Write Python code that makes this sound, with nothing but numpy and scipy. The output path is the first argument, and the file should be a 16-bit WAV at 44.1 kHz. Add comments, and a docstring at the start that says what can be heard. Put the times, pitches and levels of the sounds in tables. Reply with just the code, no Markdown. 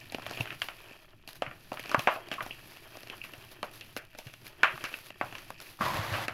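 """Chalk crumbled over a bowl

Hands crumble soft chalk close to a small microphone in a small room. Lumps snap as noise through a resonance,
each answered by a fading smear of noise; crumbs tick and crackle as short bursts and decaying tones.
Grinding, sifting, settling and bowl rumble are gritty coloured noise under level curves; bumps are decaying sines.
At the end both palms plough through the heap, stirring up hiss and rumble.
"""
import sys
import numpy as np
from scipy import signal
from scipy.fft import rfft, irfft, next_fast_len
from scipy.io import wavfile
from scipy.ndimage import map_coordinates

SR = 44100
rng = np.random.default_rng(int(sys.argv[2]) if len(sys.argv) > 2 else 0)


def bounce(signal):
    """Save signal as a 16-bit WAV file at the path given by the first command-line argument."""
    frames = np.transpose(np.atleast_2d(signal))
    limited = np.clip(frames, -1, 1)
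    pcm = np.round(limited * 32767).astype(np.int16)
    wavfile.write(sys.argv[1], SR, pcm)


N = 279153


def amp(db):
    """Decibels to gain."""
    return 10 ** (np.asarray(db) / 20)


def unit(x):
    """Scale to rms 1."""
    return x / np.sqrt(np.mean(x ** 2) + 1e-20)


def peak(x):
    """Scale each row to peak 1."""
    return x / np.abs(x).max(axis=1, keepdims=True)


def gain_at(points, hz):
    """Gain of (Hz, dB) points, interpolated over log frequency."""
    point_hz, db = np.transpose(points)
    return amp(np.interp(np.log(hz + 1), np.log(point_hz + 1), db))


def causal(points):
    """Minimum-phase response with the gain of the points: nothing sounds before its cause."""
    def response(hz):
        cepstrum = irfft(np.log(gain_at(points, hz) + 1e-6))
        half = len(cepstrum) // 2
        fold = np.r_[1, 2 * np.ones(half - 1), 1, np.zeros(len(cepstrum) - half - 1)]
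        return np.exp(rfft(cepstrum * fold))
    return response


def resonance(hz, width_hz):
    """Band-pass resonance applied twice: steep flanks, ringing of a few cycles."""
    def response(f):
        damping = 1j * f * width_hz
        return (damping / (hz ** 2 - f * f + damping)) ** 2
    return response


def filtered(x, response):
    """Apply a frequency response along the last axis, zero-padded."""
    size = 2 * next_fast_len(x.shape[-1] // 2 + 2048)
    spectrum = rfft(x, size) * response(np.fft.rfftfreq(size, 1 / SR))
    return irfft(spectrum, size)[..., :x.shape[-1]]


def curves(rows):
    """One value per sample for each column after the time."""
    time_s, *columns = np.transpose(rows)
    return [np.interp(np.arange(N) / SR, time_s, column) for column in columns]


def wobble(knots_per_s):
    """Smooth random curve through normal-distributed knots."""
    knots = rng.standard_normal(int(N * knots_per_s / SR) + 4)
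    return map_coordinates(knots, [np.arange(N) * knots_per_s / SR])


def place(rows, times_s):
    """Add each row of sound at its time."""
    out = np.zeros(N + rows.shape[1])
    for row, time_s in zip(rows, times_s):
        out[round(time_s * SR):][:len(row)] += row
    return out[:N]


def gritty(spectrum, per_s, spread_db, grain_db, life_s, wobble_db):
    """Coloured friction noise of rms 1 whose level leaps briefly as single crumbs break."""
    grain_level_db = grain_db + spread_db * np.minimum(rng.exponential(size=N), 3)
    breaks = (rng.random(N) < per_s / SR) * amp(grain_level_db)
    leaps = signal.lfilter([1], [1, -np.exp(-1 / (life_s * SR))], breaks)
    drag = amp(wobble_db * wobble(30))
    noise = rng.standard_normal(N) * (drag + leaps)
    return unit(filtered(noise, lambda hz: gain_at(spectrum, hz)))


# both palms sweeping the heap: (time [s], level [dB])
PLOUGH_LEVELS = [(5.77, -79), (5.816, -34), (5.888, -35.5), (5.99, -36), (6.062, -39.5), (6.136, -36.5),
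                 (6.252, -39), (6.274, -52), (6.33, -51)]


def plough_gain():
    """Gain of the palms' sweep, silent until they land."""
    landed = np.arange(N) > PLOUGH_LEVELS[0][0] * SR
    return landed * amp(curves(PLOUGH_LEVELS)[0])


# bowl shaking under the fingers: (time [s], level [dB])
RUMBLE_LEVELS = [(0.0, -55), (0.35, -51), (0.97, -62), (1.29, -61), (1.5, -55), (2.03, -53.5),
                 (2.17, -59.5), (2.43, -49.5), (2.7, -58), (3.31, -56), (4.0, -57.5), (4.2, -63),
                 (4.74, -53), (4.95, -63.5), (5.3, -51), (5.7, -59.5), (6.33, -61)]
# bowl shake spectrum: (frequency [Hz], relative density [dB])
BOWL_SPECTRUM = [(26, 6), (45, 0), (65, -0.5), (119, 7.5), (195, -6.5), (273, -7), (337, -3.5), (401, -19),
                 (450, -22.5), (580, -45), (990, -120)]


def rumble():
    """Low shaking of the bowl under the fingers, plus the shake stirred up by the sweep."""
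    shake = gritty(BOWL_SPECTRUM, per_s=5, spread_db=2, grain_db=2, life_s=.015, wobble_db=1)
    plough_shake_db = -3.5  # re sweep level
    return (amp(curves(RUMBLE_LEVELS)[0]) + amp(plough_shake_db) * plough_gain()) * shake


# powder spurts as the fingers open: (time of the peak [s], level [dB], fall to 1/e [s])
SPURT_EVENTS = [(0.15, -62, 0.027), (0.267, -47, 0.011), (0.336, -51, 0.069), (0.409, -45.5, 0.027),
                (0.63, -48, .06), (1.29, -49.5, 0.039), (1.357, -53.5, .025), (1.736, -51, 0.024),
                (1.796, -47, 0.0096), (1.908, -57, 0.033), (2.0, -46, .06), (2.12, -49.5, 0.053),
                (2.33, -53.5, 0.031), (2.425, -45, 0.016), (2.704, -54.5, .03), (3.11, -66, 0.016),
                (3.242, -49.5, 0.021), (3.517, -50.5, 0.019), (3.646, -54, 0.011), (3.74, -52, 0.057),
                (3.973, -41.5, 0.013), (4.182, -54.5, .03), (4.26, -58.5, .05), (4.459, -48.5, 0.042),
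                (4.682, -56, 0.079), (4.865, -57, 0.03), (4.957, -49.5, 0.051), (5.058, -53, 0.044),
                (5.617, -45.5, 0.012), (5.697, -54, 0.029)]


def spurt_gain():
    """Gain of the powder's spurts: each swells to its peak and thins out more slowly."""
    time_s, db, fall_s = np.transpose(SPURT_EVENTS)[:, :, None]
    lag_s = np.arange(N) / SR - time_s
    width_s = np.where(lag_s < 0, 0.29 * fall_s, fall_s)
    return np.sum(amp(db) * np.exp(-(lag_s / width_s) ** 2), axis=0)


# trickle of powder, swelling and thinning: (time [s], level [dB])
TRICKLE_LEVELS = [(0.0, -59.5), (.28, -59), (0.55, -55), (0.74, -59), (1.0, -63), (1.22, -75),
                  (1.46, -63.5), (1.74, -59), (1.97, -54.5), (2.26, -63), (2.45, -54.5), (2.8, -58.5),
                  (3.45, -57), (3.6, -65), (3.86, -57), (4.09, -69), (4.3, -59), (4.56, -64.5), (4.81, -53),
                  (5.02, -53.5), (5.15, -68), (5.24, -55.5), (5.5, -56.5), (5.57, -64.5), (5.67, -50.5),
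                  (5.77, -58.5), (6.33, -74)]
# sifting hiss spectrum, also colours the ticks: (frequency [Hz], relative density [dB])
SIFT_SPECTRUM = [(2060, -3.5), (3500, -3.5), (4840, -4.5), (5260, -7.5), (5900, -9), (8310, -18.5),
                 (10900, -6), (11700, -6), (14200, -12), (16000, -20)]


def sifting():
    """Fine powder hiss: trickle, spurts and the hiss stirred up by the sweep share one noise."""
    hiss = gritty(SIFT_SPECTRUM, per_s=130, spread_db=4.0, grain_db=0.0, life_s=0.00057, wobble_db=-1.0)
    plough_hiss_db = -9  # re sweep level
    stirred = spurt_gain() + amp(plough_hiss_db) * plough_gain()
    return np.hypot(amp(curves(TRICKLE_LEVELS)[0]), stirred) * hiss


# fingers at work: (time [s], crumbs grinding level [dB], powder settling level [dB])
HAND_LEVELS = [(0.0, -56.5, -57.5), (0.18, -58, -60.5), (0.33, -48, -48), (0.5, -65, -46),
               (0.62, -64, -62.5), (0.9, -56.5, -56), (1.12, -71, -64.5), (1.78, -65.5, -62),
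               (1.92, -44.5, -47.5), (2.23, -60.5, -55.5), (2.69, -59.5, -62.5), (3.14, -60.5, -53.5),
               (4.22, -65.5, -67.5), (4.66, -66, -56), (4.81, -51.5, -51.5), (5.0, -62, -61),
               (5.72, -57, -60.5), (5.85, -93, -79)]
# settling spectrum: (frequency [Hz], relative density [dB])
HEAP_SPECTRUM = [(210, -31), (350, 3), (507, -11), (649, 0.5), (710, -6.5), (1050, -7), (1800, -7),
                 (2040, -11.5), (2500, -13.5), (3250, -5.5), (5500, -120)]


def settling():
    """Powder settles on the heap: sparse, longer grains of low-pitched noise."""
    noise = gritty(HEAP_SPECTRUM, per_s=34, spread_db=1.5, grain_db=8.5, life_s=0.0038, wobble_db=4.0)
    return amp(curves(HAND_LEVELS)[1]) * noise


# grinding spectrum: (frequency [Hz], relative density [dB])
GRIND_SPECTRUM = [(710, -44), (1200, -50), (1790, 7), (2130, -9), (2320, 8), (2660, 10), (3670, -21),
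                  (4680, -5.5), (6000, -21), (7800, -19), (13200, -120)]


def grinding():
    """Crumbs grind between the fingers: friction noise with short grains."""
    noise = gritty(GRIND_SPECTRUM, per_s=120, spread_db=4.0, grain_db=8, life_s=0.001, wobble_db=2.5)
    return amp(curves(HAND_LEVELS)[0]) * noise


# sweep spectrum: (frequency [Hz], relative density [dB])
PLOUGH_SPECTRUM = [(210, -21), (350, -8), (415, -15.5), (546, 0.5), (799, -2.5), (1110, 0), (1460, -6),
                   (1820, -4), (3690, -13.5), (4800, -18.5), (8000, -29), (10400, -47), (17600, -120)]


def ploughing():
    """Both palms sweep the heap: broad friction noise of dense, weak grains."""
    noise = gritty(PLOUGH_SPECTRUM, per_s=270, spread_db=1.0, grain_db=-4.5, life_s=0.00092, wobble_db=0.7)
    return plough_gain() * noise


def crumbs():
    """Lesser crumbs crack at random, level following the grinding, each ringing a few cycles at its pitch."""
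    per_s, over_grind_db, spread_db = 40, 13, 4
    when, size, tone = rng.random((250, 3)).T[:, :, None]
    time_s = np.cumsum(-np.log(when + 1e-9), axis=0) / per_s % (N / SR)
    grind_db = curves(HAND_LEVELS)[0][(time_s * SR).astype(int)]
    db = grind_db + over_grind_db - spread_db * np.log(size + .05)
    t = np.arange(SR // 100) / SR
    pitch_hz = 1500 * (1 + 2.6 * tone)
    decay_db = -60 * t * pitch_hz / 7  # 60 dB in 7 cycles
    return place(amp(db + decay_db) * np.sin(2 * np.pi * pitch_hz * t), time_s[:, 0])


# dull bumps of the bowl: (time [s], peak level [dB], pitch [Hz])
BUMP_EVENTS = [(0.402, -25.5, 118), (1.473, -38.5, 126), (1.978, -28, 125), (4.264, -37, 123),
               (5.807, -28, 208), (5.858, -30.5, 127), (5.99, -24.5, 103), (6.118, -27.5, 98),
               (6.215, -40, 141)]


def bumps():
    """The bowl swings a few slow cycles after each push."""
    time_s, db, pitch_hz = np.transpose(BUMP_EVENTS)[:, :, None]
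    t = np.arange(int(.2 * SR)) / SR
    onset = 1 - np.exp(-t / 0.0024)
    decay = amp(-60 * t * pitch_hz / 8)  # 60 dB in 8 cycles
    swing = np.sin(2 * np.pi * pitch_hz * t) * decay * onset
    return place(amp(db) * peak(swing), time_s[:, 0])


# single hard crumbs: (time [s], peak level [dB])
TICK_EVENTS = [(1.2175, -55), (1.3312, -33.5), (1.356, -46), (1.7318, -30), (1.829, -33), (1.9356, -38),
               (2.0864, -48), (2.427, -32), (2.7646, -45), (2.7835, -45), (3.0063, -37), (3.0835, -41),
               (3.4497, -39), (3.714, -41), (4.052, -43), (4.109, -47), (4.4358, -48), (4.5817, -48),
               (5.1617, -58), (5.249, -46)]


def ticks():
    """A crumb splits: a millisecond-scale noise burst in the colour of the sifting."""
    time_s, db = np.transpose(TICK_EVENTS)[:, :, None]
    t = np.arange(SR // 50) / SR
    split = rng.standard_normal((len(TICK_EVENTS), len(t))) * amp(-60 * t / .004)
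    return place(amp(db) * peak(filtered(split, causal(SIFT_SPECTRUM))), time_s[:, 0])


# lumps snapping: (time [s], lump peak level [dB], lump pitch [Hz], bandwidth re pitch, clipped to 0.2-3 [1],
# sharp edge re lump [dB], thud in the bowl re lump [dB], room echo re burst [dB])
SNAP_EVENTS = [(0.099, -35, 4100, 0.25, -25, -21, -31), (0.122, -33, 2420, 1.4, 1, -1, -17),
               (0.146, -22.5, 2720, 1.36, -10, -3, -28), (0.184, -40, 815, 4.3, -3, 6, -33),
               (0.196, -33, 850, 2.9, -14, -26, -22), (0.264, -22.5, 2100, 2.9, -20, -20, -22),
               (0.31, -34.5, 821, 3.9, 2, 0.5, -21), (0.335, -29, 3160, .9, -26, -30, -23),
               (0.373, -27.5, 2600, 0.33, -10, -8, -24), (0.407, -19, 2630, 0.29, -12.5, -8, -29),
               (0.456, -28, 2430, 1.8, -28, -25, -29), (0.474, -32, 2380, 1.3, -30, -37, -17),
               (0.505, -24, 2300, 0.79, -30, -28, -18), (0.526, -31.5, 2280, 2.5, -23, -13, -21),
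               (0.618, -14.5, 2730, 1.7, -10.5, -37, -26), (0.686, -23, 1770, 2.1, -12, -29, -18.5),
               (0.912, -45.5, 2740, 1.9, -22, 4, -38), (1.276, -34.5, 3140, 0.92, 1.5, -8.5, -12.5),
               (1.421, -16.5, 1410, 3.4, -23, -15, -21.5), (1.464, -26, 1700, 0.93, -41, -17.5, -16),
               (1.512, -33.5, 1650, 1.3, -29, -12, -18), (1.718, -30, 1210, 1.9, -25, 1, -20.5),
               (1.74, -32.5, 840, 4.1, -11, -23, -21), (1.772, -29, 1660, 1.2, -27, -16, -19),
               (1.795, -27.5, 2620, 0.98, -11, -10, -17), (1.838, -33, 2600, 1.9, -11, -23, -17),
               (1.858, -32, 2800, 1.6, -6, -12, -19), (1.894, -28, 2700, 4.3, -4, -8, -19),
               (1.915, -23.5, 1150, 0.42, -4.5, -13, -14), (1.945, -9, 1120, 0.58, -19, -12, -25),
               (1.993, -20, 2650, 3.9, -11, -9, -23), (2.073, -8, 1300, 1.54, -45, -14, -17.5),
               (2.16, -33.5, 787, 1.3, -11, -5, -12), (2.286, -40, 2270, 0.49, 2, -5, -27),
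               (2.315, -20.5, 2470, 1.9, -23, -8.5, -11.5), (2.339, -30, 2580, 1.9, -4, -23, -21),
               (2.381, -31, 1110, 0.22, -30, -31, -12), (2.406, -20.5, 1310, 1.3, -38, -22, -17),
               (2.463, -37.5, 1100, 1.5, -1, 2, -20), (2.508, -29, 2820, 0.29, -34, -12, -20),
               (2.77, -36.5, 2500, 3.4, -6, -12, -36), (2.97, -37, 1950, 2.1, 0, -2.5, -35),
               (3.032, -36.5, 2710, 2.2, -4, -8, -21), (3.072, -37, 2400, .7, -4, -11, -18),
               (3.099, -27, 2840, 0.91, -11, -13, -25), (3.127, -39, 2350, 1.2, -12, -24, -30),
               (3.215, -28.5, 2620, 0.22, -28, -35, -22), (3.239, -29, 2330, 0.81, -12, -28, -14),
               (3.336, -33, 2200, 1.7, -10, -9.5, -16.5), (3.629, -20.5, 880, 7.1, -7, -29, -20),
               (3.81, -35, 3120, 0.72, 0, -15.5, -17), (3.965, -25.5, 1760, 1.13, -3.5, -4.5, -16.5),
               (4.149, -37, 2470, 3.3, -23, -5.5, -18.5), (4.187, -34, 3030, 3.6, 2, -3, -18.5),
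               (4.269, -36.5, 2770, 1.3, -4, -11, -12.5), (4.338, -37, 2870, 1.3, -0.5, -20, -24),
               (4.467, -37.5, 2350, .6, 0, -20, -20), (4.632, -5, 1710, 1.02, -20.5, -29, -16),
               (4.757, -36.5, 1240, 0.69, -6, -24, -21), (4.777, -29.5, 1520, 1.5, -17, -24, -21),
               (4.84, -24, 2100, 1.4, -3.5, -15, -11.5), (4.927, -36, 3160, 1.6, -11, -6.5, -14),
               (4.94, -21.5, 2150, 0.75, -28, -19.5, -23.5), (5.104, -33, 2380, 2.8, -25, -9.5, -46),
               (5.212, -14.5, 1110, 1.56, -35, -15, -19.5), (5.325, -32, 2340, 3, -31, -9, -19),
               (5.352, -29.5, 2420, 2.9, -19, -33, -17.5), (5.383, -34.5, 3020, 2, -4, -21, -18),
               (5.504, -27, 890, 4.4, -8, -23, -28), (5.591, -50, 2440, 1, -1, -25, -20),
               (5.602, -36, 1980, 3.5, 3, -25, -20), (5.79, -39, 1290, .9, -21, -20, -19),
               (5.809, -17.5, 1210, 0.41, -26, -11.5, -15), (5.853, -21.5, 1043, 0.22, -12, -11, -10.5),
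               (6.138, -24, 1820, 1.4, -19, -20, -5.5), (6.184, -25, 930, 1.6, -28, -21, -20),
               (6.282, -19, 1700, 1.45, -7.5, -12.5, -18)]
# colour of bowl and close microphone on the lump: (frequency [Hz], gain [dB])
CUP_RESPONSE = [(200, 4), (420, -3.5), (580, 8), (900, 0), (1200, 2), (2100, -4.5), (2700, 0.5), (3300, -7),
                (3900, -13.5), (8000, -19.5)]
# colour of the sharp edge: (frequency [Hz], gain [dB])
EDGE_RESPONSE = [(300, 4), (1200, -12), (2700, -8), (4200, 10), (6500, 2), (8200, -9.5), (11500, 1),
                 (16000, -27)]


def snaps():
    """A lump fails in a few cycles at its pitch, with sharp edge and low push; the room returns a smear."""
    columns = np.transpose(SNAP_EVENTS)[:, :, None]
    time_s, db, pitch_hz, looseness, edge_db, thud_db, echo_db = columns
    t = np.arange(int(.4 * SR)) / SR
    noise = rng.standard_normal((len(SNAP_EVENTS), 2, len(t)))

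    nearest_wall = 1 + 0.5 * np.exp(-((t - .013) / 0.0039) ** 2)
    room = amp(echo_db) * (1 - np.exp(-t / 0.0044)) * nearest_wall
    tearing = 1 - np.exp(-t / 0.00026)  # the crack runs through the lump
    burst = noise[:, 0] * (tearing * amp(-60 * t / 0.013) + room * amp(-60 * t / 0.24))

    width_hz = np.clip(looseness, .2, 3) * pitch_hz
    lump = filtered(filtered(burst, resonance(pitch_hz, width_hz)), causal(CUP_RESPONSE))
    edge_envelope = tearing * amp(-60 * t / .006) + room * amp(-9 - 60 * t / .15)
    edge = filtered(noise[:, 1] * edge_envelope, causal(EDGE_RESPONSE))

    hollow = filtered(burst, resonance(641, 476))
    push = np.sin(2 * np.pi * 270 * t) * amp(-60 * t / 0.028)  # on the palm
    thud = peak(hollow) + amp(-2.5) * push
    parts = peak(lump) + amp(edge_db) * peak(edge) + amp(thud_db) * thud
    return place(amp(db) * parts, time_s[:, 0])


def scene():
    """All sources at one microphone."""
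    background = rumble() + sifting() + settling()
    hands = grinding() + ploughing() + crumbs()
    return (background + hands + bumps() + ticks() + snaps())[None]


# faint subsonic murmur: (frequency [Hz], relative density [dB])
MURMUR_SPECTRUM = [(8, 3), (25, 15), (45, -62), (80, -73)]


def record(dry):
    """The microphone drops the deepest bass; its electronics add murmur and offset; then the band limit."""
    low_cut_hz, top_hz, murmur_db, offset = 60, 15800, -63, -.0005
    heard = filtered(dry, lambda hz: (1j * hz / (low_cut_hz + 1j * hz)) ** 2)
    murmur = unit(filtered(rng.standard_normal(N), lambda hz: gain_at(MURMUR_SPECTRUM, hz)))
    return filtered(heard + amp(murmur_db) * murmur + offset, lambda hz: hz < top_hz)


dry = scene()
out = record(dry)
bounce(out)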